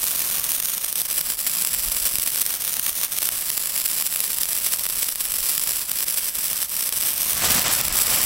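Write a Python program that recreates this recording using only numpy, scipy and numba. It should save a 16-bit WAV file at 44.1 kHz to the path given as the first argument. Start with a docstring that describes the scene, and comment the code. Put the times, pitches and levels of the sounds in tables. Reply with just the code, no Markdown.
"""Hand-held sparklers burn close to a phone outdoors at night: thousands of tiny shock pulses from bursting metal
grains make a sizzle that comes in spurts and lulls, and pops stand out as sharp bursts with fragments.
Shaped noise makes the flame's roar, which swells when a second stick lights, and the low rumble of a light wind.
A nearby surface (the phone or the hand) returns a short echo that follows the stick."""
import sys
import numpy as np
from scipy import signal
from scipy.fft import rfft, irfft, next_fast_len
from scipy.io import wavfile
from scipy.ndimage import uniform_filter1d, map_coordinates
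from numba import njit

SR = 44100
rng = np.random.default_rng(int(sys.argv[2]) if len(sys.argv) > 2 else 0)


def materialize(psi):
    """Save the field psi as 16-bit PCM at rate SR to the path in sys.argv[1].

    A 1-D psi becomes a single channel; in a 2-D psi each row is a channel.
    """
    bounded = np.clip(np.atleast_2d(psi).T, -1, 1)
    quanta = np.round(bounded * 32767).astype(np.int16)
    wavfile.write(sys.argv[1], SR, quanta)


N = 363825  # samples, 8.25 s
MS, US = 1e-3, 1e-6  # a millisecond and a microsecond, in seconds

# The tone of one burst after the air and the microphone. Each row: frequency in Hz, relative level in dB.
SPARK_TONE = [(90, -30), (150, -12.5), (409, -16), (549, -12.5), (798, -15.5), (1070, -11.5), (1410, -11.5),
              (4420, -5.5), (6680, -5.5), (8300, -2.5), (10700, 0.5), (15300, -0.5), (18000, -7)]


def undb(db):
    """Turn decibels into a plain factor."""
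    return 10 ** (np.asarray(db) / 20)


def unit(x):
    """Scale a signal to an average (RMS) strength of 1."""
    return x / np.sqrt(np.mean(x ** 2))


def columns(table):
    """Draw straight lines between the rows: each column after the time becomes one value a sample."""
    seconds, *rest = np.transpose(table)
    return [np.interp(np.arange(N) / SR, seconds, column) for column in rest]


def response(points, size=2048):
    """Make a click with the given tone whose energy comes as early as possible (folded cepstrum)."""
    hz, db = np.transpose(points)
    grid = np.maximum(np.arange(size // 2 + 1), .5) * SR / size
    level = undb(np.interp(np.log(grid), np.log(hz), db))
    cepstrum = irfft(np.log(level))
    # folding the second half onto the first leaves nothing before time zero
    cepstrum[1:size // 2] *= 2
    cepstrum[size // 2 + 1:] = 0
    return irfft(np.exp(rfft(cepstrum)))


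def colour(x, points):
    """Give a signal the tone listed in a table."""
    return signal.fftconvolve(x, response(points))[:N]


def walk(rate):
    """A smooth random wavering with an RMS of 1: about `rate` new levels a second, averaged twice."""
    hold = int(SR / rate)
    steps = np.repeat(rng.standard_normal(N // hold + 1), hold)
    smooth = uniform_filter1d(uniform_filter1d(steps, hold), hold)
    return unit(smooth[:N])


def wind(wind_db, own_db=-15.0):
    """Low gusts buffet both ports nearly alike, and single puffs knock them: a quick dip, a slow rebound."""
    # The tone of the rumble. Each row: frequency in Hz, relative level in dB.
    wind_tone = [(12, -8), (22, 0), (40, -1), (62, -4), (80, -15), (250, -24), (600, -50)]
    # Puffs of air. Each row: time in seconds, level in dB, length scale in ms.
    puff_list = [(2.143, -32, 1.8), (2.187, -22.5, 2.1)]
    buffet = undb(2.0 * walk(33))
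    shared, own = (unit(colour(rng.standard_normal(N) * buffet, wind_tone)) for _ in range(2))
    t, puffs = np.arange(N) / SR, 0
    for start, db, ms in puff_list:
        u = (t - start) / (ms * MS)
        dip = np.exp(-(2 * u) ** 2)
        rebound = 0.29 * np.exp(-((u - 2.5) / 2.3) ** 2)
        puffs = puffs + undb(db) * (rebound - dip)
    # a weak extra part pushes the two ports in opposite directions
    opposed = undb(own_db) * own * np.array([[-1], [1]])
    return puffs + undb(wind_db) * (shared + opposed)


def flame(roar_db):
    """The flame is a turbulent jet of gas: shaped noise that flutters quickly."""
    # The tone of the roar. Each row: frequency in Hz, relative level in dB.
    roar_tone = [(35, -41), (60, 2), (220, 2.5), (413, -5), (520, -1.5), (1110, 1), (1480, 0), (5560, -1.5),
                 (7000, -1.5), (8100, 1), (9000, -21), (11700, -59), (19800, -120)]
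    flutter = undb(2.0 * walk(40) + 2.0 * walk(300))
    return undb(roar_db) * unit(colour(rng.standard_normal(N) * flutter, roar_tone))


def echoes(pair, echo_ms):
    """A small close surface returns only the upper middle; its comb of dips slides as the stick moves."""
    # Strength of the near echo: fainter at the start, while the stick dips low and during the flare.
    # Each row: time in seconds, echo level in dB.
    echo_strength = [(0, -20), (.6, -7), (2.2, -7), (2.7, -11), (3.5, -8), (7.2, -7), (7.5, -13), (7.9, -7),
                     (8.25, -7)]
    echo_band_hz = (4300, 11500)
    ground_ms, ground_db = 1.72, -22.5  # a weak echo off the ground
    band = signal.butter(N=1, Wn=echo_band_hz, btype="band", fs=SR, output="sos")
    # read the sound a little late, between samples, so that the delay can glide
    back = np.arange(N) - echo_ms * MS * SR
    near = np.array([map_coordinates(c, [back], order=3) for c in signal.sosfiltfilt(band, pair)])
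    far = np.roll(pair, int(ground_ms * MS * SR), axis=1)
    return pair + undb(columns(echo_strength)[0]) * near + undb(ground_db) * far


def two_ports(bursts, lead_us):
    """Each burst reaches the two ports microseconds apart; their difference is wave slope times lead."""
    shade_db, scatter_us = -1.7, 8.0  # the left port's treble is a little weaker
    side_highpass_hz = 7000  # the left-right difference is kept only in the treble
    lead = (lead_us + scatter_us * rng.standard_normal(N)) * US
    mid = colour(bursts, SPARK_TONE)
    # multiplying a spectrum by 2j pi f gives the slope of the wave
    size = next_fast_len(N)
    spectrum = rfft(colour(bursts * lead / 2, SPARK_TONE), size)
    slope = irfft(spectrum * 2j * np.pi * np.fft.rfftfreq(size, 1 / SR), size)[:N]
    treble = signal.butter(N=2, Wn=side_highpass_hz, btype="high", fs=SR, output="sos")
    side = signal.sosfiltfilt(treble, slope + mid * (undb(shade_db / 2) - 1))
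    return np.array([mid + side, mid - side])


def random_pops(flicker_db):
    """Further pops at random times, more often in a spurt and seldom in a lull: rows of seconds, dB."""
    pops_per_s, level_db, spread_db = 12, 2, 3.4
    often = np.cumsum(undb(2 * flicker_db))
    count = int(pops_per_s * N / SR)
    at = np.searchsorted(often, rng.random(count) * often[-1])
    return list(zip(at / SR, level_db + spread_db * rng.standard_normal(count)))


def pops(events, count=4):
    """Each pop is a sharp burst amid a short shower of smaller fragments."""
    fragments_db, spread_db, shower_ms = -11, 3, .9
    body, body_spread = .5, .3
    crack, push = np.zeros((2, N))
    for (start, db), row in zip(events, rng.standard_normal((len(events), 3 * count))):
        late, size, sign = row.reshape(3, count)
        crack[int(start * SR)] -= undb(db)
        # some pops push the air for longer and have more body than others
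        push[int(start * SR)] -= undb(db) * max(body + body_spread * size[0], 0)
        # fragments fall shortly before or after the crack
        at = ((start + shower_ms * MS * late) * SR).astype(int)
        fragments = undb(db + fragments_db + spread_db * size) * np.sign(sign)
        np.add.at(crack, np.clip(at, 0, N - 1), fragments)
    return crack + uniform_filter1d(push, size=7)


def sputter_db():
    """The burn's rise and fall in dB: bell-shaped spurts and lulls over a quick random wavering."""
    # The plainest spurts (+) and lulls (-). Each row: time in seconds, change in dB, half-length in ms.
    spurts = [(0.077, 5, 40), (0.615, -9.5, 13), (0.804, -6.5, 15), (0.947, -7, 10), (1.006, 8, 6),
              (1.076, -14, 5), (1.194, 8, 13), (1.368, -8, 9), (1.426, -5, 20), (1.477, 7, 8),
              (1.741, 8, 7), (1.904, -8, 10), (2.072, 6, 19), (2.247, -14, 6), (2.419, 5, 8),
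              (2.587, -7.5, 11), (2.886, 6, 14), (2.928, -6, 13), (3.012, 6, 22), (3.092, -8, 12),
              (3.263, 8.5, 28), (3.786, 8, 10), (3.859, 9, 7), (4.419, 3.5, 30), (4.667, 10, 8),
              (4.733, 9, 7), (4.771, -7, 11), (5.03, 9, 7), (5.145, -10, 15), (5.225, -8, 6),
              (5.5, 3.5, 40), (5.855, -10, 20), (6.051, -6.5, 7), (6.182, 9, 7), (6.325, -5, 12),
              (6.627, 8, 8), (6.666, -11, 13), (6.908, -8, 6), (7.084, 5, 18), (7.153, -5.5, 22),
              (7.336, -5, 22), (7.548, 7, 54), (7.647, -5, 13), (7.74, 8, 14), (7.827, -9, 8),
              (7.91, -16, 17), (7.985, 6, 15)]
    waver_db, wavers_per_s = 1.5, 30
    # worked out once every 32 samples, then held
    t = np.arange(N // 32 + 1) * 32 / SR
    change_db = np.zeros(len(t))
    for middle, db, ms in spurts:
        change_db += db * np.exp(-.5 * ((t - middle) / (ms * MS)) ** 2)
    return np.repeat(change_db, 32)[:N] + waver_db * walk(wavers_per_s)


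def sizzle(burn_db, rate=2500, spread_db=5.0, hiss_db=-1.5):
    """Grains burst at random, about `rate` a second, most small and a few large, over the hiss of hot gas."""
    chance = rng.random((3, N))
    clusters_db = 1.4 * walk(60) + 2.0 * walk(250) + 1.6 * walk(1200)
    size = undb(spread_db * np.minimum(-np.log(1 - chance[1]), 4.2))
    sign = np.where(chance[2] < .75, -1, 1)  # in three of four the pressure dips first
    bursts = (chance[0] < rate / SR) * size * sign
    gas = undb(hiss_db) * rng.standard_normal(N)
    return unit((unit(bursts) + gas) * undb(clusters_db)) * undb(burn_db)


def top_cut(x):
    """Remove the highest treble with a steep filter."""
    return signal.sosfiltfilt(signal.ellip(10, .1, 40, 15800, fs=SR, output="sos"), x)  # Hz


def scene():
    """Join the bursts and the flame, add their echoes, then the wind."""
    # How hard the tip burns. Each row: time in seconds, sizzle level in dB before the sputter.
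    burn = [(0.0, -24), (0.5, -20.5), (0.75, -24.5), (1.4, -24), (2.0, -21.5), (2.5, -24), (3.0, -26.5),
            (3.5, -24), (4.5, -24), (5.5, -22), (6.5, -24), (7.0, -22.5), (7.3, -18), (7.75, -18.5),
            (8.0, -12.5), (8.25, -16)]
    # The flame's roar, swelling as the second stick lights.
    # Each row: time in seconds, level in dB before the sputter.
    flare = [(0, -44), (.4, -35), (.7, -41.5), (6.8, -43.5), (7.33, -31.5), (7.47, -19.5), (7.72, -21.5),
             (7.87, -24.5), (8.25, -22)]
    # Wind rumble, one gust near 1.9 s and more at the end. Each row: time in seconds, level in dB.
    gusts = [(0, -51), (.8, -54), (1.55, -53), (1.88, -39), (2.05, -48), (2.4, -55), (4.5, -54), (5.6, -49),
             (6.1, -56), (7.1, -52), (7.5, -40), (8.25, -40)]
    # Where the tip is. Each row: time in seconds, near-echo delay in ms, lead of the left port in microseconds.
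    place = [(0.0, 0.334, -5), (0.7, 0.324, -6), (1.0, 0.352, -13), (1.35, 0.388, -7), (2.3, 0.368, 1),
             (2.7, 0.33, 3.5), (3.0, 0.326, 3), (3.6, 0.394, -1), (4.6, 0.37, -2), (5.3, 0.37, -1),
             (5.6, 0.386, -2.5), (6.2, 0.368, -4), (6.9, 0.366, -3.5), (7.26, 0.346, -6), (7.6, 0.372, -6),
             (8.25, 0.378, -9)]
    # Pops at set times. Each row: time in seconds, level of the main crack in dB.
    timed_pops = [(0.0319, -2), (0.0681, 2.5), (0.3834, -0.5), (0.5189, 7), (0.6021, 3), (0.6262, -2),
                  (0.6575, 4.5), (0.702, -3), (0.7802, -1), (0.8468, 5), (0.9277, 1), (1.0176, 7),
                  (1.5524, 1.5), (1.7475, 6), (2.0725, 6), (2.1856, 6), (2.2301, 1), (2.2756, 0.5),
                  (2.3592, 4), (2.3776, 1), (2.4268, 1), (2.5407, 0), (2.7964, 5), (3.0496, 5), (3.2292, 6),
                  (3.2326, 7), (3.503, 7), (3.5772, 2), (3.7638, 0.5), (3.8621, 8), (4.0004, 1.5),
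                  (4.1258, -1.5), (4.1604, 7), (4.241, 2), (4.5315, 4), (4.6649, 4), (4.7335, 0),
                  (4.7442, 4.5), (4.7608, -4), (4.8547, 1), (4.899, -2), (5.0295, 2), (5.0902, 4),
                  (5.158, -1), (5.2064, 0), (5.341, 2), (5.5797, 8), (5.5964, 4), (5.6393, 1.5),
                  (5.6937, 1), (5.9168, 7), (6.0066, 3), (6.0281, 3), (6.1008, 2), (6.1745, 0.5),
                  (6.5032, -3), (6.6288, 5.5), (6.8922, 3), (6.9258, 2.5), (7.0266, 5), (7.0852, -2),
                  (7.5353, 4), (7.6199, 5), (7.7519, 11), (7.8129, 9.5), (7.8532, 3), (7.8827, 7)]
    flicker_db = sputter_db()
    (burn_db,), (roar_db,), (wind_db,) = columns(burn), columns(flare), columns(gusts)
    echo_ms, lead_us = columns(place)
    # the sizzle is set by the energy of one spark, the pops by its peak
    spark = response(SPARK_TONE)
    spark_peak = np.max(np.abs(signal.hilbert(top_cut(spark))))
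    bursts = sizzle(burn_db + flicker_db) / np.linalg.norm(spark)
    bursts += pops(list(timed_pops) + random_pops(flicker_db)) / spark_peak
    # the roar follows the sputter only in part
    fire = two_ports(bursts, lead_us) + flame(roar_db + .5 * flicker_db)
    return echoes(fire, echo_ms) + wind(wind_db)


@njit
def follow(peaks, floor, attack, release):
    """Follow the loudness: quick to rise, slow to let go, never under the floor."""
    out, level = np.empty(len(peaks)), floor
    for i in range(len(peaks)):
        level += (peaks[i] - level) * (attack if peaks[i] > level else release)
        out[i] = max(level, floor)
    return out


def record(dry):
    """The phone's gain control ducks the sound just after each loud pop; overloads clip, the top is cut."""
    top_db, ratio, attack_ms, release_ms = -16, 2.4, .8, 22  # ducking starts above top_db
    top = float(undb(top_db))
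    loudest = np.max(np.abs(dry), axis=0)
    heard = follow(loudest, top, 1 / (attack_ms * MS * SR), 1 / (release_ms * MS * SR))
    gain = (top / heard) ** (1 - 1 / ratio)
    return top_cut(np.clip(dry * gain, -1, 1))


dry = scene()
out = record(dry)
materialize(out)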